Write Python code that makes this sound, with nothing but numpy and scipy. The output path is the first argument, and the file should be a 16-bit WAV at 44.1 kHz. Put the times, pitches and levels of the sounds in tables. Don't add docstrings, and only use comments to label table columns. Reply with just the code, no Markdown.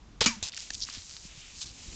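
import sys
import numpy as np
from scipy import signal
from scipy.fft import rfft, irfft, next_fast_len
from scipy.io import wavfile
from scipy.ndimage import map_coordinates

SR = 44100
rng = np.random.default_rng(int(sys.argv[2]) if len(sys.argv) > 2 else 0)


def volts(x):
    e = np.asarray(x, float) / 20
    return 10 ** e


def materialize(psi):
    bounded = np.clip(np.atleast_2d(psi).T, -1, 1)
    quanta = np.round(bounded * 32767).astype(np.int16)
    wavfile.write(sys.argv[1], SR, quanta)


N = 85995
T = np.arange(N) / SR
STRIKE_S = .2595

# (frequency [Hz], level [dB per Hz])
FALL_TONE = [(290, -57), (500, -24), (937, -16), (1930, -21), (3750, -6.5), (4380, -5), (7370, -9),
             (8500, -7), (11000, -66), (18700, -120)]
# (frequency [Hz], level [dB])
STONE_BASS = [(300, -24), (700, -9.5), (1500, -0.5)]


def unit(x):
    return x / np.sqrt(np.mean(x ** 2) + 1e-20)


def filtered(x, points):
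    size = next_fast_len(N + 8192)
    f, db = np.transpose(points)
    log_hz = np.log(np.fft.rfftfreq(size, 1 / SR) + 1)
    gain = volts(np.interp(log_hz, np.log(f + 1), db))
    return irfft(rfft(x, size) * gain, size)[:N]


def noise(points):
    return unit(filtered(rng.standard_normal(N), points))


def wobble(rate):
    return map_coordinates(rng.standard_normal(int(N * rate / SR) + 4), [T * rate])


def decay(s, db, t60, rise=0.000093):
    t = np.maximum(T - s, 0)
    return volts(db - 60 * t / t60) * (1 - np.exp(-t / rise))


def ring(s, modes, db, rough, rise=0.00026):
    out = np.zeros(N)
    for hz, level, t60 in modes:
        phase = 2 * np.pi * hz * (T - s) + rough * wobble(117.1)
        out += decay(s, db + level, t60, rise) * np.sin(phase)
    return out


def grains(rate, hz, cycles, spread_db):
    count = int(rate * N / SR)
    u, g = rng.random((count, 2)), rng.standard_normal(count)
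    f = np.clip(hz * np.exp(0.41 * g), 2600, 9000)[:, None]
    k = np.arange(96)
    level = volts(-spread_db * np.log(u[:, 1:]))
    shape = level * np.sin(2 * np.pi * f * k / SR) * np.exp(-k * f / SR / cycles)
    place = (u[:, :1] * N).astype(int) + k
    return unit(np.bincount(place.ravel(), shape.ravel(), N + 96)[:N])


def air():
    # (time [s], level [dB])
    gusts = [(0.0, -55.5), (0.216, -53), (0.45, -54.5), (0.612, -59.5), (0.782, -56), (0.916, -61),
             (1.242, -57.5), (1.482, -61), (1.682, -56), (1.834, -54.5), (1.95, -49)]
    # (frequency [Hz], level [dB per Hz])
    air_tone = [(240, -17.5), (400, -8.5), (1000, -7), (2000, -13.5), (7000, -17.5), (8500, -23)]
    wind_tone = [(12, -27), (20, -1.5), (41, 3.5), (128, -9), (300, -13.5), (500, -27.5), (800, -85)]
    gust_db = np.interp(T, *np.transpose(gusts))
    lumps = volts(2 * wobble(24.77))
    wind = volts(2 + gust_db) * unit(lumps * noise(wind_tone))
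    hiss_db = -63.5 + 0.55 * (gust_db - gust_db.mean())
    return volts(hiss_db) * noise(air_tone) + wind


def handling():
    # (time [s], level [dB], pitch [Hz])
    bumps = [(0.426, -37, 97), (0.707, -44, 257), (.89, -45.5, 260), (.972, -42.5, 252), (0.979, -41, 89),
             (1.142, -51, 130), (1.252, -38, 169), (1.376, -41, 130), (1.93, -43, 60.5)]
    return sum(ring(s, [(hz, db, 7 / hz)], 0, rough=0) for s, db, hz in bumps)


def rifle():
    clatter_s = [.2068, .2150, .2245, .2402]
    # (level [dB], fade time t60 [s])
    clatters = [
        (-22, 0.2),
        (-32, 0.058),
        (-31.5, 0.022),
        (-29, 0.045),
    ]
    # (frequency [Hz], level [dB per Hz])
    clatter_tone = [(400, -11), (1100, -13), (2600, -3.5), (4500, -0.5), (6900, -9), (8500, -7),
                    (10000, -50.5)]
    # (pitch [Hz], level [dB], t60 [s])
    steel = [(2100, -39, 0.066), (4060, -40.5, 0.22), (4990, -26, 0.087)]
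    muzzle = [(240, -24, .015), (460, -16, .028), (700, -24, .022), (870, -18, .026), (1080, -21, .026)]
    push = [(82, -18, .017)]
    uneven = volts(2 * wobble(400))
    bursts = sum(decay(s, db, t60) for s, (db, t60) in zip(clatter_s, clatters))
    clatter = bursts * uneven * noise(clatter_tone)
    puff = ring(.2140, muzzle, 0, rough=.25, rise=.001)
    puff = puff + ring(.2108, push, 0, rough=0, rise=.003)
    return clatter + ring(clatter_s[0], steel, 0, rough=0.3) + puff


def tub():
    # (time [s], level [dB], rise time [s])
    hits = [(0.262, -22.5, 0.0026)]
    # (pitch [Hz], level [dB], t60 [s])
    tub_modes = [(208, 0, 0.1), (229.8, -0.5, 0.17), (271, 1.5, 0.062)]
    rock = [(207, -33, .1)]
    boom = sum(ring(s, tub_modes, db, 0, rise) for s, db, rise in hits)
    return boom + ring(.3645, rock, 0, 0, rise=.008)


def whistle():
    start_s, length_s, start_hz, sag_hz_per_s = .297, 0.062, 1050, 3200
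    u = np.clip((T - start_s) / length_s, 0, 1)
    hz = start_hz - sag_hz_per_s * u * length_s + 12 * wobble(100)
    swell = np.sqrt(np.abs(np.sin(np.pi * u)))
    return volts(-43 - 6.9 * u) * swell * np.sin(2 * np.pi * np.cumsum(hz) / SR)


def knocks():
    # (time [s], level [dB], centre [Hz], length [s])
    stones = [(0.5203, -40, 3550, 0.0022), (0.5274, -41.5, 4100, 0.0022), (0.5317, -41.5, 3930, 0.0017),
              (0.536, -42, 2830, 0.0046), (0.5444, -38, 5000, .003), (0.549, -46.5, 4500, .003),
              (0.5577, -40.5, 4160, 0.0011), (0.5660, -31.5, 4760, 0.0012), (0.5675, -42, 4500, 0.0012),
              (0.5716, -39.5, 5440, 0.0016), (0.5753, -31, 4200, 0.001), (0.5766, -38, 5760, 0.004),
              (0.5744, -40.5, 2200, 0.0058), (0.5882, -39.5, 5500, 0.00059), (0.5884, -38, 5500, 0.00085),
              (0.592, -38.5, 4800, 0.0028), (.5975, -34, 5360, 0.0014), (0.604, -32, 5200, 0.0011),
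              (0.7038, -32, 5000, 0.0041), (0.622, -43.5, 5000, 0.0035), (0.733, -38, 5000, 0.00076),
              (0.7339, -36.5, 5000, .0006), (.7371, -29.5, 5000, 0.00062), (0.739, -35.5, 5000, 0.00042),
              (0.744, -30, 5470, 0.00062), (0.7453, -30, 5500, 0.00058), (0.748, -29.5, 4980, 0.00084),
              (0.75, -33.5, 5560, 0.0011), (0.7506, -30, 5000, 0.00059), (0.7525, -34, 5000, 0.0015),
              (0.78, -42, 5460, 0.0018), (.7970, -41, 6000, 0.0013), (.8038, -32, 5940, 0.0014),
              (0.8075, -37.5, 4500, 0.00067)]
    rolls = [(0.8146, -32, 4700, 0.0008), (0.818, -31, 4800, 0.0012), (0.8214, -26, 4800, 0.0004),
             (.8229, -26, 4600, 0.0017), (.8253, -29, 5100, .0018), (0.8283, -35, 4700, 0.0005),
             (.8302, -35, 4700, .0004), (0.8327, -27, 4900, 0.0012), (0.8345, -33, 4800, 0.006),
             (.8366, -31, 5100, .0008), (.8406, -30, 5000, .0005), (.8466, -34, 5500, 0.0005),
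             (0.8499, -35, 5500, 0.002), (0.8877, -34, 1020, 0.0016), (0.8984, -41, 5500, .004),
             (0.9265, -36, 5940, 0.0017), (.936, -42, 6000, .004)]
    t = np.arange(1024) / SR
    f, out = np.fft.rfftfreq(len(t), 1 / SR) + 1, np.zeros(N)
    chatter = volts(3 * wobble(1500))
    for s, db, hz, length in stones + rolls:
        octaves = .27 if rolls[0][0] <= s < .86 else .55
        band = np.exp(-(np.log2(f / hz) / octaves) ** 2 / 2)
        tone = unit(irfft(rfft(rng.standard_normal(len(t))) * band))
        gate = (1 - np.exp(-t / 0.00019)) * np.exp(-np.maximum(t - length, 0) / 0.0005)
        i = round(s * SR)
        knock = tone * gate * chatter[i:][:len(t)]
        level = np.sqrt(np.sum(knock ** 2) / np.sum(gate ** 2))
        out[i:][:len(t)] += volts(db) * knock / level
    return out


def ticks():
    # (time [s], peak level [dB], pitch [Hz])
    grain_hits = [(0.8808, -30.1, 4360), (0.8983, -31.4, 5520), (0.9008, -24.5, 4860),
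                  (0.9063, -32.5, 5300), (0.9144, -31.3, 4900), (0.9231, -34.3, 5110),
                  (0.9277, -25.8, 5550), (0.931, -28.2, 5510), (0.9361, -30.4, 5490), (0.9397, -26.4, 5740),
                  (0.9442, -28.1, 5190), (0.9475, -28.4, 5190), (0.9503, -23.3, 5160),
                  (0.9521, -28.1, 5490), (0.9562, -26.1, 5010), (0.9602, -29.3, 3970),
                  (0.9636, -32.2, 3870), (0.9673, -33.0, 4940), (0.972, -32.3, 4490), (0.9752, -32.2, 5150),
                  (0.9822, -31.4, 4020), (0.9837, -34.1, 4240), (0.9865, -32.3, 3880),
                  (0.9893, -32.7, 4460), (1.0212, -32.3, 4430), (1.0584, -38.5, 5410),
                  (1.0671, -35.9, 5660), (1.0954, -27.1, 6070), (1.1018, -34.1, 4920),
                  (1.1115, -28.3, 5000), (1.1189, -36.7, 6000), (1.126, -34.6, 5750), (1.1323, -37.7, 4650),
                  (1.1378, -31.8, 4570), (1.1449, -36.9, 4480), (1.1474, -35.6, 4920),
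                  (1.1615, -37.8, 5610), (1.1668, -25.5, 4250), (1.1684, -38.0, 5290),
                  (1.1698, -37.7, 4690), (1.1729, -33.1, 4670), (1.1838, -39.1, 6060)]
    s, db, hz = np.transpose(grain_hits)
    k = np.arange(64)
    cycles = hz[:, None] * k / SR
    shape = volts(db + 2)[:, None] * np.sin(2 * np.pi * cycles) * np.exp(-cycles / 1.3)
    place = np.round(s * SR).astype(int)[:, None] + k
    return np.bincount(place.ravel(), shape.ravel(), N)


def gravel():
    # (time [s], level [dB])
    crunch = [
        (.855, -75),
        (.868, -48),
        (.91, -50),
        (.92, -66),
        (.95, -52),
        (1.0, -62),
        (1.2, -85),
    ]
    grit = volts(np.interp(T, *np.transpose(crunch))) * grains(1000, hz=4500, cycles=1, spread_db=3.0)
    return filtered(knocks() + grit + ticks(), STONE_BASS)


def landing():
    # (time [s], level [dB], t60 [s], end [s])
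    falls = [
        (.4273, -24, 0.012, .474),
        (0.431, -32, 0.2, .474),
        (.4705, -38, .012, .474),
        (0.4775, -39, 0.2, .498),
        (0.4845, -33, 0.014, .498),
        (0.586, -49, 0.28, 1.0),
    ]
    skid_bands = [2600, 3750, 5150, 6250, 7250]
    # (pitch [Hz], level [dB], t60 [s])
    dent = [(700, -28, .004), (1500, -27, .004), (3700, -22, .009), (6200, -20, .011), (7250, -21, .011)]
    clonk_modes = [(790, -41, .03), (1773, -29.5, 0.034), (2560, -37, 0.037)]
    skid = sum(decay(s, db, t60) * np.clip((end - T) / .002, 0, 1) for s, db, t60, end in falls)
    sing = []
    for hz in skid_bands:
        sing += [(hz - 400, 0), (hz, 6), (hz + 400, 0)]
    skid = skid * volts(3 * wobble(450)) * unit(filtered(noise(FALL_TONE), sing))
    clonk_s, hold_s = .7043, 0.0023
    damping = np.clip(volts(-5000 * (T - clonk_s - hold_s)), .25, 1)
    clonk = ring(clonk_s, clonk_modes, 0, rough=0) * damping
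    return skid + clonk + ring(falls[0][0], dent, 0, rough=0.59)


def spurt():
    # (time [s], level [dB], end [s])
    gushes = [
        (1.6, -43, 1.604),
        (1.607, -35, 1.648),
        (1.655, -43, 1.72),
    ]
    rise_s = .003
    flow = sum(decay(s, db, .3, rise_s) * np.clip((end - T) / rise_s, 0, 1) for s, db, end in gushes)
    return flow * volts(2 * wobble(600)) * filtered(noise(FALL_TONE), STONE_BASS)


def spray():
    # (time [s], flow [dB], brightness [dB])
    hole = [(.40, -64.5, -8), (0.461, -42.5, -3), (.52, -57.5, -2), (0.621, -46, 0.5), (.70, -50.5, 0.5),
            (.78, -51, 4), (.95, -46, 0), (1.06, -51, 2.5), (1.2, -53, 2.5), (1.27, -50, 0),
            (1.32, -52, -2.5), (1.42, -49, -1.5), (1.51, -50, -0.5), (1.595, -47.5, 5), (1.661, -52.5, 2),
            (1.735, -55, 1.5), (1.8, -49, 0), (1.95, -49.5, 2.5)]
    # (frequency [Hz], level [dB per Hz])
    spray_tone = [(590, -58), (1000, -31), (1970, -10.5), (2580, -6.5), (3170, -6.5), (5010, -4),
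                  (7230, -2.5), (8500, -5.5), (11000, -58.5), (18700, -120)]
    s, db, bright_db = np.transpose(hole)
    flow = volts(np.interp(T, s, db, left=-90) + wobble(45.3))
    bright_db = np.interp(T, s, bright_db) + wobble(16)
    drops = volts(-7) * grains(900, hz=5000, cycles=1.5, spread_db=2)
    fizz = unit(noise(spray_tone) + drops)
    low = filtered(fizz, [(3600, 0), (5400, -40)])
    return flow * (volts(-bright_db) * low + volts(bright_db) * (fizz - low))


def can_burst():
    # (frequency [Hz], level [dB per Hz])
    tear_tone = [(400, -20.5), (800, -12.5), (1300, -10), (2300, -6.5), (3800, -9.5), (6600, -5.5),
                 (8500, -13), (10000, -59.5)]
    # (pitch [Hz], level [dB], t60 [s])
    wall = [(940, -3, 0.035), (1132, -12.5, 0.17), (1283, 1, 0.034), (2363, -8.5, 0.087), (2329, 0, 0.14),
            (2510, -3, 0.092), (2910, -3, 0.07), (4540, -7, 0.1), (4780, -5.5, .14), (5510, -6, 0.14),
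            (6150, -3, 0.071), (6770, 4, 0.062), (6830, -3, 0.092)]
    tear = decay(STRIKE_S, -17, t60=0.072)
    jet = decay(STRIKE_S, -31.5, t60=0.36)
    return (tear + jet) * noise(tear_tone) + ring(STRIKE_S, wall, -20.5, rough=1.0, rise=.001)


def scene():
    background = air() + handling()
    shot = rifle() + can_burst() + tub() + whistle()
    return (background + shot + landing() + gravel() + spray() + spurt())[None]


def band_limit(x):
    return signal.sosfilt(signal.butter(12, 9100, fs=SR, output="sos"), x)


def record(dry):
    # (frequency [Hz], level [dB])
    mic = [(7400, 0.5), (8000, -11), (9000, -19), (9300, -60), (9500, -90)]
    top = .21
    x = dry[0] / (1 + np.abs(dry[0] / top) ** 3) ** (1 / 3)
    return band_limit(filtered(x, mic)[None])


dry = scene()
out = record(dry)
materialize(out)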